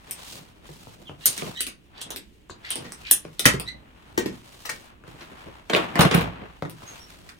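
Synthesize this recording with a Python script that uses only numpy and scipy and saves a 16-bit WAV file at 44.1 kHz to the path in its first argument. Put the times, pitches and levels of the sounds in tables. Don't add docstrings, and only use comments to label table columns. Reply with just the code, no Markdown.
import sys
import numpy as np
from scipy import signal
from scipy.fft import rfft, irfft, next_fast_len
from scipy.io import wavfile
from scipy.ndimage import uniform_filter1d

SR = 44100
rng = np.random.default_rng(int(sys.argv[2]) if len(sys.argv) > 2 else 0)


def unload_audio(sound):
    columns = np.transpose(np.atleast_2d(sound))
    steps = np.round(np.clip(columns, -1, 1) * 32767)
    wavfile.write(sys.argv[1], SR, steps.astype(np.int16))


N = 325899
RING_S = np.arange(next_fast_len(int(0.46 * SR))) / SR
BASS_HZ, TREBLE_HZ, TOP_HZ = 450, 6000, 15900

# click t/s, click level/dB, treble re click/dB, creak length/s, creak level/dB, creak start f/Hz, roughness 0-1
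STROKES = [(0.11, -41, 11.5, .012, -59, 850, 0.5), (1.257, -29, 17, 0.052, -46.5, 944, 0.5),
           (1.606, -31.5, 7, 0.057, -37.5, 1860, 0.09), (2.015, -42.5, 5.5, 0.078, -49.5, 845, 0.47),
           (2.705, -35.5, 9, 0.084, -44.5, 670, 0.9), (3.111, -24.5, 16.5, .069, -41.5, 817, 0.8),
           (3.394, -25.5, 0, 0.017, -53, 900, 0.66), (3.454, -21, 4, 0.012, -33, 970, 0.75)]
PAWL_BASS_DB = -15
CREAK_RISE = 0.078
# t/s, level/dB
HANDLE_CLICKS = [(1.378, -33.5), (1.667, -34), (2.105, -37), (2.161, -36), (2.756, -33), (2.921, -41.5),
                 (3.598, -33.5), (6.697, -47)]
HANDLE_BASS_DB, HANDLE_EVEN_DB, HANDLE_THINNING = -7.5, -37.5, 0.24
# t/s, level/dB, bass re level/dB, treble re level/dB
CUTTER_DROPS = [(6.007, -19, -6.5, -6), (6.113, -26, -3, -25)]
# f/Hz, level/dB, t60/s
CUTTER_MODES = [(3143, -1, 0.03), (3492, 0, 0.072), (3750, 4, 0.06), (5690, -8, .08), (6218, -3, 0.06),
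                (9620, 4, 0.13), (9790, 0, 0.08), (12800, -4, .06), (14290, -2, 0.06)]
# f/Hz, level/dB
CUTTER_CRACK = [(60, -6.5), (170, 1.5), (450, -5), (1200, -2), (3300, 2), (4800, -2), (7500, -8),
                (8600, 4.5), (9600, 8), (11000, -3.5), (14300, 2.5), (16000, -11.5)]

# t/s, length/s, start f/Hz, end f/Hz, level/dB, roughness 0-1
SQUEAKS = [(1.05, 0.038, 3650, 2950, -47, 0.18), (1.563, .036, 3000, 3130, -38.5, .1),
           (3.655, 0.044, 1890, 2020, -35.5, 0.1), (6.86, 0.052, 6470, 6430, -46, 0),
           (6.995, 0.05, 5650, 5550, -51, .03)]
# f/Hz, level/dB
SQUEAK_BODY = [(600, -30), (1100, -22), (1900, -2), (3000, 0), (3900, 1), (4700, -14), (6000, -17),
               (16000, -34)]
# peak t/s, swell/s, level/dB, resonance f/Hz
CRUNCHES = [(1.264, 0.0056, -29.5, 3800), (1.61, .006, -34, 3200), (2.016, .006, -38, 3290),
            (2.11, 0.0084, -41.5, 3500), (2.501, .008, -47, 3970), (2.668, 0.022, -44.5, 1950),
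            (2.709, 0.0098, -31.5, 3130), (3.059, 0.013, -42, 2520)]
# multiple of the main one, relative width, level/dB
WALL_RESONANCES = [(1, .09, 0), (1.15, .1, -5), (1.65, .25, -12)]
CRUNCH_RELEASE_S = 0.0082

# t/s, level/dB, contact hardness 0-1
PIPE_KNOCKS = [(2.85, -48.5, 0.05), (4.652, -40, 0.82), (4.692, -33.5, 0.76), (5.208, -50, 0.16),
               (7.289, -49, 0.59)]
# bass re level/dB, treble re level/dB
SOFT_TONE, HARD_TONE = (5.5, -30), (-53, 0.5)
# t/s, level/dB, bass re level/dB, boom level/dB, boom f/Hz, boom loss on rebound/dB
PIPE_SLAPS = [(3.455, -15.5, -12, -17, 137.7, 10.5), (4.176, -29, 1, -13.5, 344.6, 5)]
SLAP_SOFTENING = 2.4
SLAP_TREBLE_DB, SLAP_REBOUND_BASS_DB, SLAP_REBOUND_S = -9, 6.5, 0.081
# f/Hz, level/dB, t60/s
PIPE_MODES = [(317, -8, 0.041), (468.3, -8, 0.078), (875, -10.5, 0.083), (1047, -1.5, 0.037),
              (1310, 0, 0.028), (1884, 8.5, 0.028), (2324, -1.5, 0.03), (4160, -7.5, 0.066)]
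# f/Hz, level/dB
PIPE_CRACK = [(50, -10), (170, 3), (330, 3), (650, -7), (1100, -3), (1900, 1), (5000, -7), (16000, -11)]

# t/s, level/dB, bass re level/dB, treble re level/dB, touch level/dB, boom level/dB, rebound delay/s
LANDINGS = [(5.732, -18, -9, -26, -28, -31.5, .029), (5.990, -17.5, -7.5, -15.5, -26.5, -9.5, .059),
            (6.145, -23.5, -9, -6, -27, -11, .029)]
TOUCH_LEAD_S, TOUCH_BASS_DB, TOUCH_TREBLE_DB = 0.035, -3, -22
REBOUND_DB, REBOUND_TREBLE_DB, REBOUND_BOOM_DB = -7, -19, -4.5
# f/Hz, level/dB, t60/s
CLATTER_MODES = [(322, 5, 0.213), (462, 3.5, 0.39), (593, 15.5, 0.064), (683, 7, 0.28), (1104, 19.5, 0.04),
                 (1716, 6, 0.1), (2267, 5, 0.073)]
# f/Hz, level/dB
CLATTER_CRACK = [(60, -16), (180, -30), (350, 0), (700, 0), (1500, -2), (3500, -5), (5500, -21),
                 (10000, -5), (16000, -4.5)]
# multiple of boom pitch, level/dB, t60 at 170 Hz pitch/s
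BOOM_MODES = [(.68, -23.5, 0.24), (1, -9, 0.17), (.97, 2, 0.05), (1.3, -5, 0.041)]
BOOM_LAG_S = 0.0032
FLOOR_HZ = 167.2
RUMBLE_HZ, RUMBLE_DB, RUMBLE_T60_S = 61, -19.5, 0.67

# t/s, level/dB, bass re level/dB
BUMPS = [(0.391, -59, 5), (0.69, -53, 8), (0.87, -53.5, 5.5), (1.094, -45.5, 1.5), (1.421, -37.5, 2),
         (2.496, -45, -3.5), (3.25, -46, 3), (5.038, -54, 0.5), (5.078, -60.5, 11.5), (6.623, -34.5, 1),
         (6.651, -42.5, 5), (6.82, -52, -14.5)]
BUMP_TREBLE_DB = -25.5
# f/Hz, level/dB, t60/s
BUMP_MODES = [(158, 0.5, 0.1), (330, -5.5, 0.094), (523, -3.5, .05), (1000, -5.5, 0.052)]
# f/Hz, level/dB
BUMP_CRACK = [(60, -1.5), (170, 4.5), (900, -1), (1500, -4.5), (2500, -13.5), (8000, -35.5)]

# t/s, rub level/dB, hiss level/dB
RUB_AT_REST = (0, -55.5, -61.5)
# t/s, rub level/dB, hiss level/dB
RUB_REACHING = [(0.18, -50, -49.5), (0.328, -53, -41.5), (0.466, -62.5, -64), (0.622, -66, -72),
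                (0.648, -54.5, -63), (0.684, -60.5, -53), (1.04, -60.5, -60)]
# t/s, rub level/dB, hiss level/dB
RUB_CUTTING = [(1.15, -59.5, -66.5), (1.28, -53, -37), (1.46, -43.5, -40), (1.54, -52, -52.5),
               (1.73, -108, -72), (1.98, -51, -80), (2.12, -54, -67), (2.28, -93.5, -68.5),
               (2.54, -63.5, -78), (2.74, -51.5, -55.5), (3.35, -64, -61)]
# t/s, rub level/dB, hiss level/dB
RUB_TURNING = [(3.75, -60.5, -79), (4.058, -58, -67), (4.7, -59, -52)]
# t/s, rub level/dB, hiss level/dB
RUB_RISING = [(4.8, -59.5, -53.5), (4.884, -51, -57), (4.976, -66, -92), (5.052, -61, -74),
              (5.079, -52.5, -58), (5.574, -50.5, -62.5), (5.64, -59.5, -70)]
# t/s, rub level/dB, hiss level/dB
RUB_KNEELING = [(5.68, -59.5, -63), (5.774, -30.5, -46.5), (5.888, -40.5, -57), (5.936, -46.5, -62),
                (6.018, -21, -56), (6.1, -35, -50), (6.146, -25, -41), (6.298, -42, -61), (6.418, -48, -72),
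                (6.642, -63.5, -65.5), (6.888, -50, -52.5), (7.39, -65, -62)]
RUB_FLICKER_DB = 2
# f/Hz, level/dB
RUSTLE_COLOUR = [(60, 13), (170, 4), (500, 0.5), (1000, 5.5), (2800, -3), (5000, -17.5), (15000, -25)]

# f/Hz, level per Hz/dB
AMBIENCE = [(20, -7.5), (60, 5), (100, -5.5), (320, -7), (600, -18.5), (1200, -26.5), (3000, -21.5),
            (5000, -36), (10000, -39), (16000, -39)]
AMBIENCE_DB = -55.5
# f/Hz, t60/s
ROOM_T60 = [(60, 0.56), (160, 0.42), (420, 0.23), (1100, 0.27), (3000, 0.21), (8000, 0.16), (15000, 0.094)]
# f/Hz, correlation
LIKENESS = [(30, .2), (90, .88), (180, .8), (350, .3), (700, -.3), (1400, -.2), (2800, .05), (4500, -.2),
            (6500, .4), (9600, .6), (14000, .2)]
# f/Hz, left minus right/dB
MIC_BALANCE = [(80, -3.5), (170, -1), (330, -1), (650, 4.5), (1300, 2), (2600, 0.5), (5500, -1.5),
               (10000, 0.5)]
# f/Hz, level/dB
MIC_COLOUR = [(10500, 1.5), (11300, -10.5), (11750, -25.5), (12300, 2.5), (13000, 1)]


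def cutter():
    pawl = [(t_s, db, PAWL_BASS_DB, treble_db) for t_s, db, treble_db, *_ in STROKES]
    handles = [(t_s, db, HANDLE_BASS_DB, HANDLE_THINNING * (HANDLE_EVEN_DB - db))
               for t_s, db in HANDLE_CLICKS]
    return blows(pawl + CUTTER_DROPS + handles, CUTTER_MODES, CUTTER_CRACK,
                 contact_s=0.0029, ring_db=-11.5, wet_db=1.2, bass_from_hz=180,
                 loud_db=-22.0, force_slope=0.88, rattle_db=-28.5, rattle_t60_s=0.05)


def creaks():
    return [(t_s - length_s, length_s, hz, hz * (1 + CREAK_RISE), db, rough)
            for t_s, _, _, length_s, db, hz, rough in STROKES]


def squeaks(jitter=0.24, wet_db=-4, catch_db=2.8):
    dry = np.zeros(N)
    for t_s, length_s, start_hz, end_hz, db, rough in creaks() + SQUEAKS:
        u = np.linspace(0, 1, int(length_s * SR))
        wobble, grip = (unit(uniform_filter1d(rng.standard_normal(len(u)), size=size))
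                        for size in (60, 200))
        pitch_hz = (start_hz + (end_hz - start_hz) * u) * (1 + jitter * rough * wobble)
        phase = 2 * np.pi * np.cumsum(pitch_hz) / SR
        harmonics = range(1, max(int(12000 / start_hz), 1) + 1)
        slips = sum(undb(at(SQUEAK_BODY, k * start_hz)) * np.sin(k * phase) for k in harmonics)
        swell = u * np.sqrt(1 - u)
        catches = undb(catch_db * (1.5 + rough) * grip)
        add(dry, t_s, undb(db) * unit(slips * swell * catches))
    return room(dry, wet_db)


def crunches(grain_db=6, wet_db=-3):
    dry = np.zeros(N)
    for t_s, swell_s, db, hz in CRUNCHES:
        u_s = RING_S - 2 * swell_s
        effort = np.where(u_s < 0, np.exp(-(u_s / swell_s) ** 2), np.exp(-np.abs(u_s) / CRUNCH_RELEASE_S))
        slips = effort * rng.standard_normal(len(RING_S)) * undb(grain_db * walk(600)[:len(RING_S)])
        wall = sum(undb(mode_db) * band(slips, hz * k * (1 - width / 2), hz * k * (1 + width / 2), order=1)
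                   for k, width, mode_db in WALL_RESONANCES)
        wall = band(wall, hz / 2, hz * 2, order=2)
        add(dry, t_s - 2 * swell_s, undb(db) * wall / np.sqrt(np.sum(wall ** 2) / (0.03 * SR)))
    return room(dry, wet_db)


def pipe():
    rows = []
    for t_s, db, hard in PIPE_KNOCKS:
        bass_db, treble_db = np.array(SOFT_TONE) * (1 - hard) + np.array(HARD_TONE) * hard
        rows.append((t_s, db, bass_db, treble_db))
    for t_s, db, bass_db, _, _, loss_db in PIPE_SLAPS:
        rebound_db = db - SLAP_SOFTENING * loss_db
        rows += [(t_s, db, bass_db, SLAP_TREBLE_DB),
                 (t_s + SLAP_REBOUND_S, rebound_db, SLAP_REBOUND_BASS_DB, SLAP_TREBLE_DB)]
    return blows(rows, PIPE_MODES, PIPE_CRACK,
                 contact_s=0.0091, ring_db=-4.0, wet_db=-3.0, bass_from_hz=110,
                 loud_db=-17.5, force_slope=0.033, rattle_db=-4.5, rattle_t60_s=0.099)


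def landings():
    rows = []
    for t_s, db, bass_db, treble_db, touch_db, _, rebound_s in LANDINGS:
        rows += [(t_s - TOUCH_LEAD_S, touch_db, TOUCH_BASS_DB, TOUCH_TREBLE_DB),
                 (t_s, db, bass_db, treble_db),
                 (t_s + rebound_s, db + REBOUND_DB, bass_db, REBOUND_TREBLE_DB)]
    return blows(rows, CLATTER_MODES, CLATTER_CRACK,
                 contact_s=0.0085, ring_db=-6.5, wet_db=-2.5, bass_from_hz=146,
                 loud_db=-12, force_slope=0.31, rattle_db=-10.0, rattle_t60_s=0.16)


def booms():
    heavy = [(t_s, db, hz, SLAP_REBOUND_S, -loss_db) for t_s, _, _, db, hz, loss_db in PIPE_SLAPS]
    heavy += [(t_s, db, FLOOR_HZ, rebound_s, REBOUND_BOOM_DB) for t_s, *_, db, rebound_s in LANDINGS]
    rows = []
    for t_s, db, hz, rebound_s, rebound_db in heavy:
        start_s = t_s + BOOM_LAG_S
        rows += [(start_s, db, hz), (start_s + rebound_s, db + rebound_db, hz)]
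    return rows


def thumps(push_s=0.00083, wet_db=-10):
    dry = np.zeros(N)
    for t_s, db, hz in booms():
        boom = sum(undb(mode_db) * fade(t60_s * 170 / hz) * np.sin(2 * np.pi * multiple * hz * RING_S)
                   for multiple, mode_db, t60_s in BOOM_MODES)
        rumble = fade(RUMBLE_T60_S) * np.sin(2 * np.pi * RUMBLE_HZ * RING_S)
        boom += undb(RUMBLE_DB) * (FLOOR_HZ / hz) ** 2 * rumble
        add(dry, t_s, undb(db) * boom * (1 - np.exp(-RING_S / push_s)))
    return room(band(dry, 68, 2200, order=3), wet_db)


def bumps():
    return blows([(*row, BUMP_TREBLE_DB) for row in BUMPS], BUMP_MODES, BUMP_CRACK,
                 contact_s=0.0018, ring_db=-4, wet_db=-3.5, bass_from_hz=85,
                 loud_db=-32, force_slope=0.05, rattle_db=-18.5, rattle_t60_s=0.08)


def rustle(rub_gain_db=1, hiss_gain_db=-1.0, grain_db=2, shuffle_db=-3):
    curve = [RUB_AT_REST, *RUB_REACHING, *RUB_CUTTING, *RUB_TURNING, *RUB_RISING, *RUB_KNEELING]
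    point_s, rub_db, hiss_db = np.transpose(curve)
    t_s = np.arange(N) / SR
    rub = undb(np.interp(t_s, point_s, rub_db) + rub_gain_db)
    hiss = undb(np.interp(t_s, point_s, hiss_db) + hiss_gain_db)
    flicker = undb(grain_db * walk(350) + RUB_FLICKER_DB * walk(25))
    noise = colour(diffuse(N), RUSTLE_COLOUR) * flicker
    shuffle = undb(shuffle_db + 5.3 * walk(22)) * unit(band(noise, 110, 630))
    return rub * (shuffle + unit(band(noise, 430, 4050))) + hiss * unit(band(noise, 4000, TOP_HZ))


def ambience():
    return unit(colour(diffuse(N), AMBIENCE)) * undb(AMBIENCE_DB + 0.46 * walk(3))


def blows(events, modes, crack, contact_s, ring_db, wet_db, bass_from_hz, loud_db, force_slope,
          rattle_db, rattle_t60_s):
    out, attack = np.zeros((2, N)), int(0.03 * SR)
    for t_s, db, bass_db, treble_db in events:
        force = undb(force_slope * (db - loud_db))
        u = RING_S / (contact_s * force)
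        bounces = unit(uniform_filter1d(rng.exponential(size=len(RING_S)) ** 6, size=70))
        push = np.sqrt(u) * np.exp(-u ** 2) + undb(rattle_db) * bounces * fade(rattle_t60_s)
        contact = colour(rng.standard_normal(len(RING_S)), crack) * push
        ring = 0
        for hz, mode_db, t60_s in modes:
            gain = undb(mode_db + 2 * rng.normal())
            mode_hz = hz * (1 + 0.0052 * rng.normal())
            ring = ring + gain * fade(t60_s) * np.sin(2 * np.pi * mode_hz * RING_S) * rng.choice([-1, 1])
        sound = room(unit(contact) + force * undb(ring_db) * unit(ring), wet_db)
        bands = ((bass_from_hz, BASS_HZ, bass_db), (BASS_HZ, TREBLE_HZ, 0), (TREBLE_HZ, TOP_HZ, treble_db))
        for lo_hz, hi_hz, tone_db in bands:
            part = band(sound, lo_hz, hi_hz)
            add(out, t_s, part * undb(db + tone_db) / np.sqrt(np.mean(part[:, :attack] ** 2)))
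    return out


def room(x, wet_db, near_t60_s=0.0017):
    near = diffuse(len(RING_S)) * fade(near_t60_s)
    near = band(near, 440, 30000, order=1) / np.sqrt(np.sum(near ** 2) / 2)
    impulse = 1. * (RING_S == 0)
    near += band(impulse, 22, 480, order=1)
    noise = diffuse(len(RING_S))
    spectrum, noise_hz = rfft(noise), bins(noise)
    centres_hz = [hz for hz, _ in ROOM_T60]
    tail = 0
    for share, (_, t60_s) in zip(np.eye(len(centres_hz)), ROOM_T60):
        weight = at(list(zip(centres_hz, share)), noise_hz)
        tail = tail + irfft(spectrum * weight, len(RING_S)) * fade(t60_s)
    tail *= 1 - np.exp(-RING_S / 0.0022)
    response = near + undb(wet_db) * tail / np.sqrt(np.sum(tail ** 2) / 2)
    return signal.fftconvolve(x[None], response, axes=1)[:, :len(x)]


def diffuse(size):
    noise = rng.standard_normal((2, next_fast_len(size)))
    like = np.clip(at(LIKENESS, bins(noise)), -0.99, 0.99)
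    mid, side = rfft(noise) * np.sqrt([1 + like, 1 - like])
    return irfft([mid + side, mid - side], noise.shape[-1])[:, :size] / np.sqrt(2)


def walk(rate_hz):
    k = int(SR / rate_hz)
    steps = np.repeat(rng.standard_normal(N // k + 1), k)
    return unit(uniform_filter1d(steps, k)[:N])


def fade(t60_s):
    return np.exp(-np.log(1000) * RING_S / max(t60_s, 1e-4))


def band(x, lo_hz, hi_hz, order=4):
    edges_hz = [lo_hz, min(hi_hz, SR / 2 - 1)]
    return signal.sosfilt(signal.butter(order, edges_hz, "band", fs=SR, output="sos"), x)


def colour(x, points):
    size = next_fast_len(x.shape[-1])
    gain = undb(at(points, np.fft.rfftfreq(size, 1 / SR)))
    return irfft(rfft(x, size) * gain, size)[..., :x.shape[-1]]


def at(points, hz):
    f_hz, value = np.transpose(points)
    return np.interp(np.log(np.maximum(hz, 1)), np.log(f_hz), value)


def bins(x):
    return np.fft.rfftfreq(x.shape[-1], 1 / SR)


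def undb(db):
    return 10 ** (np.asarray(db) / 20)


def unit(x):
    return x / np.sqrt(np.mean(x ** 2) + 1e-20)


def add(out, t_s, x):
    i = max(int(t_s * SR), 0)
    out[..., i:i + x.shape[-1]] += x[..., :N - i]


def scene():
    mix = undb(-4.0) * cutter() + undb(2.37) * pipe() + undb(-1.3) * landings() + bumps()
    return mix + thumps() + squeaks() + crunches() + rustle() + ambience()


def record(dry):
    sides = np.array([colour(x, [(hz, sign * db / 2) for hz, db in MIC_BALANCE])
                      for x, sign in zip(dry, (1, -1))])
    heard = np.clip(colour(sides, MIC_COLOUR), -1, 1)
    return signal.sosfilt(signal.ellip(8, 0.2, 70, TOP_HZ, fs=SR, output="sos"), heard)


dry = scene()
out = record(dry)
unload_audio(out)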